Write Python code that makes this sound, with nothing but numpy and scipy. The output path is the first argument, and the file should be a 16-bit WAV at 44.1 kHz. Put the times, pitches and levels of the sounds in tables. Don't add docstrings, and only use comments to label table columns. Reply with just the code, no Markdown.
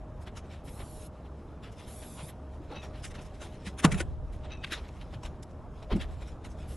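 import sys
import numpy as np
from scipy import signal
from scipy.fft import rfft, irfft, next_fast_len
from scipy.io import wavfile
from scipy.ndimage import uniform_filter1d, map_coordinates

SR = 44100
rng = np.random.default_rng(int(sys.argv[2]) if len(sys.argv) > 2 else 0)


def how_loud(loudness_db):
    steps = np.asarray(loudness_db, float) / 20
    return 10 ** steps


def file_out(sig):
    cols = np.atleast_2d(sig).T
    lim = np.clip(cols, -1, 1)
    pcm = np.round(lim * 32767).astype(np.int16)
    wavfile.write(sys.argv[1], SR, pcm)


N = 298116


def unit(x):
    return x / np.sqrt(np.mean(x ** 2) + 1e-20)


def along(points, hz):
    f, v = np.transpose(points)
    return np.interp(np.log(hz + 1), np.log(f + 1), v)


def curve(rows):
    s, value = np.transpose(rows)
    return np.interp(np.arange(N) / SR, s, value)


def wobble(rate_hz):
    coarse = np.arange(0, N + 8, 8)
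    knots = rng.standard_normal(int(N * rate_hz / SR) + 4)
    return np.interp(np.arange(N), coarse, map_coordinates(knots, [coarse * rate_hz / SR]))


def filtered(x, response):
    m = next_fast_len(N + 8192)
    return irfft(rfft(x, m) * response(np.fft.rfftfreq(m, 1 / SR)), m)[..., :N]


def smooth(z, bins, frames):
    return uniform_filter1d(uniform_filter1d(z, size=bins, axis=0), size=frames, axis=1)


# freq_hz, side_re_mid_db
WIDTH = [(60, -14.5), (200, -23), (600, -18), (2000, -23), (3700, -12), (6700, -10.5), (12000, -7)]


def rush(spectrum, patchy_db, grain_db, wide_db):
    grains = rng.standard_normal((2, N)) * how_loud(grain_db * wobble(700))
    z = signal.stft(grains, nperseg=512)[2]
    patches = unit(smooth(rng.standard_normal(z.shape[1:]), 4, 8))
    pair = signal.istft(z * how_loud(patchy_db * patches), nperseg=512)[1][:, :N]

    def colour(hz):
        side_db = along(WIDTH, hz) + wide_db
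        return how_loud(along(spectrum, hz) + np.array([0 * hz, side_db]))

    mid, side = filtered(pair, colour)
    return np.array([mid + side, mid - side]) / np.std(mid)


def add(track, s, sound):
    part = track[round(s * SR):][:len(sound)]
    part += sound[:len(part)]


def ring(db, hz, t60_s, attack_s):
    t = np.arange(round(min(1.5 * t60_s, .5) * SR)) / SR
    return how_loud(db - 60 * t / t60_s) * (1 - np.exp(-t / attack_s)) * np.sin(2 * np.pi * hz * t)


def struck(rows, contact_ms):
    track = np.zeros(N)
    for s, db, hz, t60_s in rows:
        add(track, s, ring(db, hz, t60_s, contact_ms / 1000))
    return track


def damped(rows, t60_s, damping):
    return [(s, db, hz, t60_s * (300 / hz) ** damping) for s, db, hz in rows]


def after(events, t60_s, rise_s):
    s, db = np.transpose(events)[:, :, None]
    lag = np.maximum(np.arange(N) / SR - s, 0)
    return np.sum((how_loud(db - 60 * lag / t60_s) * (1 - np.exp(-lag / rise_s))) ** 2, axis=0)


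# pitch_hz, wander_hz, level_db
FAN = [(72, 5, -50), (619, 1.2, -61)]


def fan():
    hum = np.zeros(N)
    for hz, wander_hz, db in FAN:
        phase = 2 * np.pi * np.cumsum(hz + wander_hz * wobble(12)) / SR
        hum += how_loud(db + 2.5 + 2.9 * wobble(7.6)) * np.sin(phase)
    return hum


# time_s, level_db
TRAFFIC = [(0, -44.5), (1.3, -47), (2.7, -46), (2.95, -44), (3.5, -45), (4.3, -44), (5.7, -44.5),
           (6.25, -47.5), (6.55, -44.5)]
# freq_hz, density_db
RUMBLE = [(12, -42.5), (20, -8), (65, -2), (160, -15.5), (210, -44), (350, -120)]
# freq_hz, density_db
ROAR = [(60, -18.5), (120, -1), (250, -5.5), (450, -9.5), (800, -14), (1200, -19.5), (2000, -34),
        (3500, -42), (4600, -44.5), (10000, -51.5), (12500, -58.5)]
# start_s, level_db
BOOMS = [
    (3.86, -30.5),
    (5.93, -36),
]


def traffic():
    low = np.sqrt(how_loud(curve(TRAFFIC)) ** 2 + after(BOOMS, t60_s=1.77, rise_s=0.04))
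    echo = how_loud(-3.5) ** 2 * after(BOOMS, t60_s=.6, rise_s=.008)
    high = np.sqrt(how_loud(-49) ** 2 + echo)
    rumble = low * how_loud(1.84 * wobble(2.92)) * rush(RUMBLE, patchy_db=-0.5, grain_db=-0.5, wide_db=0.9)
    roar = high * how_loud(0.48 * wobble(5.7)) * rush(ROAR, patchy_db=1.42, grain_db=-0.5, wide_db=-0.45)
    return rumble + roar


# peak_s, level_db, half_length_s
STIRS = [(0.897, -72, .2), (1.817, -63.5, 0.11), (2.464, -71.5, 0.17), (2.9, -67, 0.14), (3.2, -66.5, .12),
         (3.553, -66.5, 0.25), (3.87, -58, 0.055), (4.723, -60.5, 0.072), (4.955, -64.5, 0.24),
         (6.15, -67.5, 0.24), (6.76, -64, 0.18)]


def clothes():
    t = np.arange(N) / SR
    stir = sum(how_loud(db - 5.5 * ((t - s) / half_s) ** 2) ** 2 for s, db, half_s in STIRS)
    return (stir + how_loud(-75.5) ** 2) * how_loud(7.1 * wobble(22))


def scuffs(rows, body_db, rise_share):
    return [(s, db, body_db, fizz_db, rise_share * width_ms, (2 - rise_share) * width_ms)
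            for s, db, fizz_db, width_ms in rows]


# peak_s, scrape_db, fizz_re_scrape_db, width_ms
BOOTS = [(.377, -51.5, -2, 14.8), (.81, -51, -14, 21), (2.204, -49.5, -16, 22.8), (2.724, -53.5, -14, 25),
         (2.768, -49, -32, 23), (2.842, -50.5, -10, 20), (2.96, -55, -15, 20), (3.195, -53.5, -14, 19),
         (4.454, -53, -12, 16.3), (4.78, -48, -20, 22), (5.143, -53, -11.5, 16), (5.259, -47.5, -6.5, 13),
         (5.912, -48, -30, 9.5), (5.927, -40, -30, 13.6), (5.966, -50, -6.5, 9.2), (6.226, -54, -9.5, 15)]


def boots():
    return scuffs(BOOTS, body_db=2, rise_share=1.02)


# peak_s, scrape_db, fizz_re_scrape_db, width_ms
GLOVES = [(.226, -60.5, -0.5, 14), (.276, -47.5, -17, 10.5), (.531, -54, -12, 30), (1.26, -63.5, -15, 16),
          (1.728, -60.5, -2, 11), (1.798, -55, -6, 23), (3.154, -50.5, -7.5, 13), (3.262, -59.5, -4, 20),
          (3.35, -59, -8, 8.5), (3.673, -43.5, -5.5, 15.7), (4.525, -50, -23, 25), (4.852, -57, -20, 23),
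          (4.89, -59, -6.5, 8.1), (5.018, -52, -16, 11), (5.432, -55, 4, 5.3), (5.51, -68, -3, 9.5),
          (6.018, -41.5, -12.5, 16.6), (6.125, -64, -4.5, 37), (6.283, -60.5, -3, 15),
          (6.515, -69.5, 7.5, 18)]


def gloves():
    return scuffs(GLOVES, body_db=-6, rise_share=0.93)


# peak_s, scrape_db, fizz_re_scrape_db, width_ms
TAPS = [
    (3.42, -49.5, -3, 24),
    (5.235, -51.5, -5, 10.6),
    (5.828, -54.5, -9, 10),
    (6.45, -49.5, -3.5, 10),
]


def taps():
    return scuffs(TAPS, body_db=3.5, rise_share=0.54)


# peak_s, scrape_db, fizz_re_scrape_db, rise_ms, fall_ms
FASTENERS = [(.685, -54.5, -5, 13, 16), (1.642, -52.5, -12.5, 14, 38), (1.886, -61, -10, 20, 40),
             (2.028, -53, -23, 8.2, 26), (2.292, -56, -15, 13, 23), (3.048, -44.5, 1.5, 12, 19),
             (3.22, -58.5, 1.5, 10, 14), (3.116, -53.5, -2.5, 11, 6.7), (4.331, -60, -3.5, 7.9, 31),
             (4.648, -35.5, -22, 9.5, 4.2), (4.67, -53, -11, 8, 20), (4.73, -34, -10.5, 14, 20)]


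def fasteners():
    return [(s, db, -13.5, fizz_db, rise_ms, fall_ms) for s, db, fizz_db, rise_ms, fall_ms in FASTENERS]


# peak_s, scrape_db, body_re_scrape_db, rise_ms, fall_ms
BOUNCES = [
    (3.797, -40.5, -6, 11.7, 9.6),
    (3.84, -38, 2, 9, 6),
    (3.85, -21, 1.5, 5.8, 7),
    (3.924, -34.5, -11, 8, 8),
    (3.945, -45.5, -8, 10, 16),
    (3.985, -44, -3.5, 12, 19),
    (4.007, -33, -4.5, 7.3, 8.8),
]


def bounces():
    return [(s, db, body_db, -4, rise_ms, fall_ms) for s, db, body_db, rise_ms, fall_ms in BOUNCES]


# freq_hz, density_db
BODY = [(200, -6), (450, 1), (900, 0.5), (1400, -4.5), (2500, -60)]
# freq_hz, density_db
SCRAPE = [(700, -19.5), (1400, -0.5), (2600, -1), (4000, -3), (4800, -11), (7000, -28.5)]
# freq_hz, density_db
FIZZ = [(3500, -27.5), (5000, 5), (6500, 2), (9000, 0.5), (11500, -4.5), (12500, -35)]


def contacts():
    t_ms = np.arange(N) / SR * 1000
    power = np.zeros((3, N))
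    for s, db, body_db, fizz_db, rise_ms, fall_ms in boots() + gloves() + taps() + fasteners() + bounces():
        middle = round(s * SR)
        near = slice(max(middle - SR // 5, 0), middle + SR // 5)
        lag_ms = t_ms[near] - s * 1000
        early = lag_ms < 0
        fade_db = -8 * np.abs(lag_ms / np.where(early, rise_ms, fall_ms)) ** np.where(early, 1.5, 1.2)
        answer_db = np.where(lag_ms > 0, -21 - 0.45 * lag_ms, -np.inf)
        fade_db = np.maximum(fade_db, answer_db)
        power[:, near] += how_loud(db + fade_db + np.array([[body_db], [0], [fizz_db]])) ** 2
    rustle = clothes()
    power[1] += rustle
    power[2] += rustle * how_loud(-13)
    body, scrape, fizz = np.sqrt(power)
    return (body * rush(BODY, patchy_db=2.5, grain_db=1.0, wide_db=-0.5)
            + scrape * rush(SCRAPE, patchy_db=2.0, grain_db=2.0, wide_db=-1.0)
            + fizz * rush(FIZZ, patchy_db=3.5, grain_db=1.7, wide_db=-3.2))


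# freq_hz, left_re_right_db
LEAN = [(300, -0.5), (1200, 1.23), (3700, 1.3), (7000, 0), (12000, -2.5)]
# freq_hz, phase_rad
LEAD = [(4500, 0.011), (6000, 0.56), (8000, 0.17), (10000, 0.74), (11500, 1)]


def ports(hz, share):
    half = np.array([[.5], [-.5]]) * share
    return how_loud(along(LEAN, hz) * half) * np.exp(1j * along(LEAD, hz) * half)


# freq_hz, gain_db
TOOL = [(500, 0.5), (750, -3), (1150, 0), (1700, 3), (3000, -0.7), (5000, -4), (10300, 4.5), (11800, -6)]
# start_s, end_s
DROP = (3.77, 4.05)


def dropped(x):
    t = np.arange(N) / SR
    inside = (t > DROP[0]) & (t < DROP[1])
    return x * ~inside + filtered(x * inside, lambda hz: how_loud(along(TOOL, hz)) * ports(hz, 0.75))


# start_s, level_db, tilt_db_per_octave, pitch_ratio
CLINKS = [
    (2.755, -38.5, -2, 0.99),
    (2.768, -45, 2.5, 1.0),
    (2.79, -48, 0, 0.99),
    (2.827, -53.5, 11.5, .94),
    (4.503, -45.5, -2, 0.99),
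    (4.517, -39, -3, 1.0),
    (4.57, -48, -5, 0.96),
    (4.6, -50, -6, 0.97),
]
# pitch_hz, level_db, t60_s
PLATE = [(1950, -23, 0.092), (2630, 1, 0.14), (3840, -4.5, 0.15), (4520, -18, .09), (6000, -8.5, 0.15)]


def plates():
    out = np.zeros(N)
    for hz, level_db, t60_s in PLATE:
        note = np.zeros(N)
        for s, db, tilt_db, pitch in CLINKS:
            mode_db = db + level_db + tilt_db * np.log2(hz / 2600)
            add(note, s, ring(mode_db, hz * pitch, t60_s, attack_s=0.0059))
        chatter = .3 * hz / 2600
        out += note * (1 - chatter + 1.2 * chatter * wobble(280))
    return out * how_loud(np.array([[.8], [-.8]]))


# start_s, held_s, hiss_db, swell_db
BURSTS = [
    (0.634, .437, -59.5, 4),
    (1.862, 0.441, -53.5, 0),
    (6.67, .3, -57.5, -11),
]
# freq_hz, density_db
JET = [(880, -38), (1500, -8), (3100, -7), (3390, -1.5), (5830, -6), (11100, 4), (11900, 2), (12500, -34),
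       (16200, -62), (22000, -120)]
# time_s, echo_lag_ms
HAND = [(.63, .8), (.66, 1), (.74, 0.75), (.86, 0.67), (1.07, 0.77), (1.88, 1.5), (1.96, .91), (2.06, 0.8),
        (2.2, 0.846), (2.3, .79), (6.66, 0.37), (6.76, 0.37)]


def spray():
    t = np.arange(N) / SR
    hiss = np.zeros(N)
    for s, held_s, db, swell_db in BURSTS:
        opening = np.clip((t - s) / 0.024, 0, 1)
        swell = swell_db * np.clip((t - s) / held_s, 0, 1)
        shut_db = 1300 * np.maximum(t - s - held_s, 0)
        hiss += opening * how_loud(db + swell - shut_db)
    jet = rush(JET, patchy_db=2.0, grain_db=0.0, wide_db=-5)
    later = np.arange(N) - curve(HAND) * SR / 1000
    echo = np.array([map_coordinates(side, [later]) for side in jet])
    return hiss * unit(jet + 0.5 * echo)


# start_s, level_db, pitch_hz
STEPS = [
    (4.468, -25.5, 74),
    (5.245, -27.5, 40),
    (5.918, -16, 43.8),
    (6.05, -25.5, 40),
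    (6.22, -27, 51.7),
]


def steps():
    return struck(damped(STEPS, t60_s=0.15, damping=0), contact_ms=8)


# start_s, level_db, pitch_hz
KNOCKS = [
    (2.228, -26.5, 155),
    (2.6, -33, 298),
    (2.703, -31, 470),
    (2.712, -33, 288),
    (2.722, -30, 837),
    (2.73, -34, 493),
    (2.771, -37, 212),
    (3.669, -25, 185),
    (4.718, -30.5, 330),
]


def knocks():
    return struck(damped(KNOCKS, t60_s=0.059, damping=0.35), contact_ms=3.2)


# start_s, level_db, pitch_hz
HANDLE = [
    (4.718, -34, 3850),
    (4.733, -34, 4050),
    (4.742, -38.5, 3790),
    (5.998, -44, 3250),
    (6.011, -42, 3440),
    (6.027, -44, 3150),
]


def handle():
    return struck(damped(HANDLE, t60_s=0.057, damping=0), contact_ms=2.5)


# start_s, level_db, pitch_hz
TUB = [
    (5.905, -28.5, 585),
    (5.915, -23, 406),
    (5.928, -19.5, 204),
    (5.929, -24.5, 101),
    (5.937, -23, 300),
    (5.951, -16, 193),
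    (5.958, -23, 336),
    (5.975, -28.5, 260),
]


def tub():
    return struck(damped(TUB, t60_s=.065, damping=0.66), contact_ms=2.5)


# start_s, level_db, pitch_hz, t60_s
SWAY = [
    (3.875, -28.5, 63.2, 0.94),
    (3.871, -32.5, 191, 0.32),
    (3.929, -29, 65.2, 0.37),
    (5.93, -36, 55.9, 1),
    (5.93, -46, 169, 0.55),
    (6.0, -47, 42, .5),
]


def mount():
    sway, shake = np.zeros((2, N))
    t = np.arange(SR) / SR
    for s, db, hz, t60_s in SWAY:
        add(sway, s, ring(db, hz, t60_s, attack_s=.006))
        add(shake, s, how_loud(db - 13 - 60 * t / (1.3 * t60_s)))
    rattle = unit(filtered(rng.standard_normal(N), lambda hz: how_loud(along(RUMBLE, hz / 1.07))))
    push = sway * how_loud(2.2 * wobble(25)) + shake * rattle
    return np.array([push, -push])


# start_s, level_db, pitch_hz, t60_s
LANDINGS = [
    (3.845, -6, 278, 0.03),
    (3.8483, -8, 169.5, 0.092),
    (3.874, -17.5, 163, .11),
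    (3.922, -20, 157, .1),
    (3.938, -22, 187, .14),
    (4.005, -25.5, 343, 0.061),
]
# start_s, level_db, pitch_hz, t60_s
CLANKS = [
    (3.844, -8, 1103, 0.022),
    (3.864, -28, 1204, 0.049),
    (3.874, -34, 1480, 0.039),
    (3.939, -34, 1390, 0.039),
    (4.004, -24.5, 1495, 0.041),
]


def tool():
    return struck(LANDINGS, contact_ms=1.47) + struck(CLANKS, contact_ms=1.8)


def scene():
    background = fan() + traffic()
    deck = steps() + knocks() + handle() + tub() + mount() + tool()
    return background + dropped(contacts()) + plates() + spray() + deck


# freq_hz, gain_db
SHELL = [(3800, 0.11), (4500, -2.5), (5200, 0.5), (8000, -0.7), (8800, -5), (9600, 0.7)]


def shell(x):
    return filtered(x, lambda hz: how_loud(along(SHELL, hz)) * ports(hz, 0.93))


def thinned(x):
    pair = np.array([x[0] + x[1], x[0] - x[1]]) / 2
    hz, t, (mid, side) = signal.stft(pair, SR, nperseg=1024)
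    luck = rng.standard_normal((len(hz) // 4 + 1, len(t)))
    luck = unit(uniform_filter1d(luck, size=7, axis=1))[np.arange(len(hz)) // 4]
    hole = (luck > 1.95) & (hz[:, None] > 3200)
    band = (4 * np.log2(1 + hz / 150)).astype(int)
    spare = rng.standard_normal((band[-1] + 1, len(t)))
    spare_db = 4 * unit(uniform_filter1d(spare, size=4, axis=1))[band]
    side_power, mid_power = smooth(np.abs(side) ** 2, 4, 6), smooth(np.abs(mid) ** 2, 4, 6)
    weak = side_power * how_loud(spare_db + 16) ** 2 < mid_power
    sag_hz = 1610 * np.exp(-((t - 4.5) / 0.096) ** 4)
    frame = np.minimum(t * SR, N - 1).astype(int)
    edge_hz = 11640 - sag_hz + 150 * wobble(14)[frame]
    top = how_loud(-np.clip((hz[:, None] - edge_hz) * .15, 0, 45))
    mid = mid * top * np.where(hole, how_loud(-20), 1)
    side = side * top * np.where(weak, how_loud(-18), 1)
    return signal.istft(np.array([mid + side, mid - side]), SR, nperseg=1024)[1][:, :N]


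def band_limit(x):
    return signal.sosfilt(signal.butter(12, 12710, fs=SR, output="sos"), x)


def record(dry):
    mix = thinned(shell(dry))
    return band_limit(mix)


dry = scene()
out = record(dry)
file_out(out)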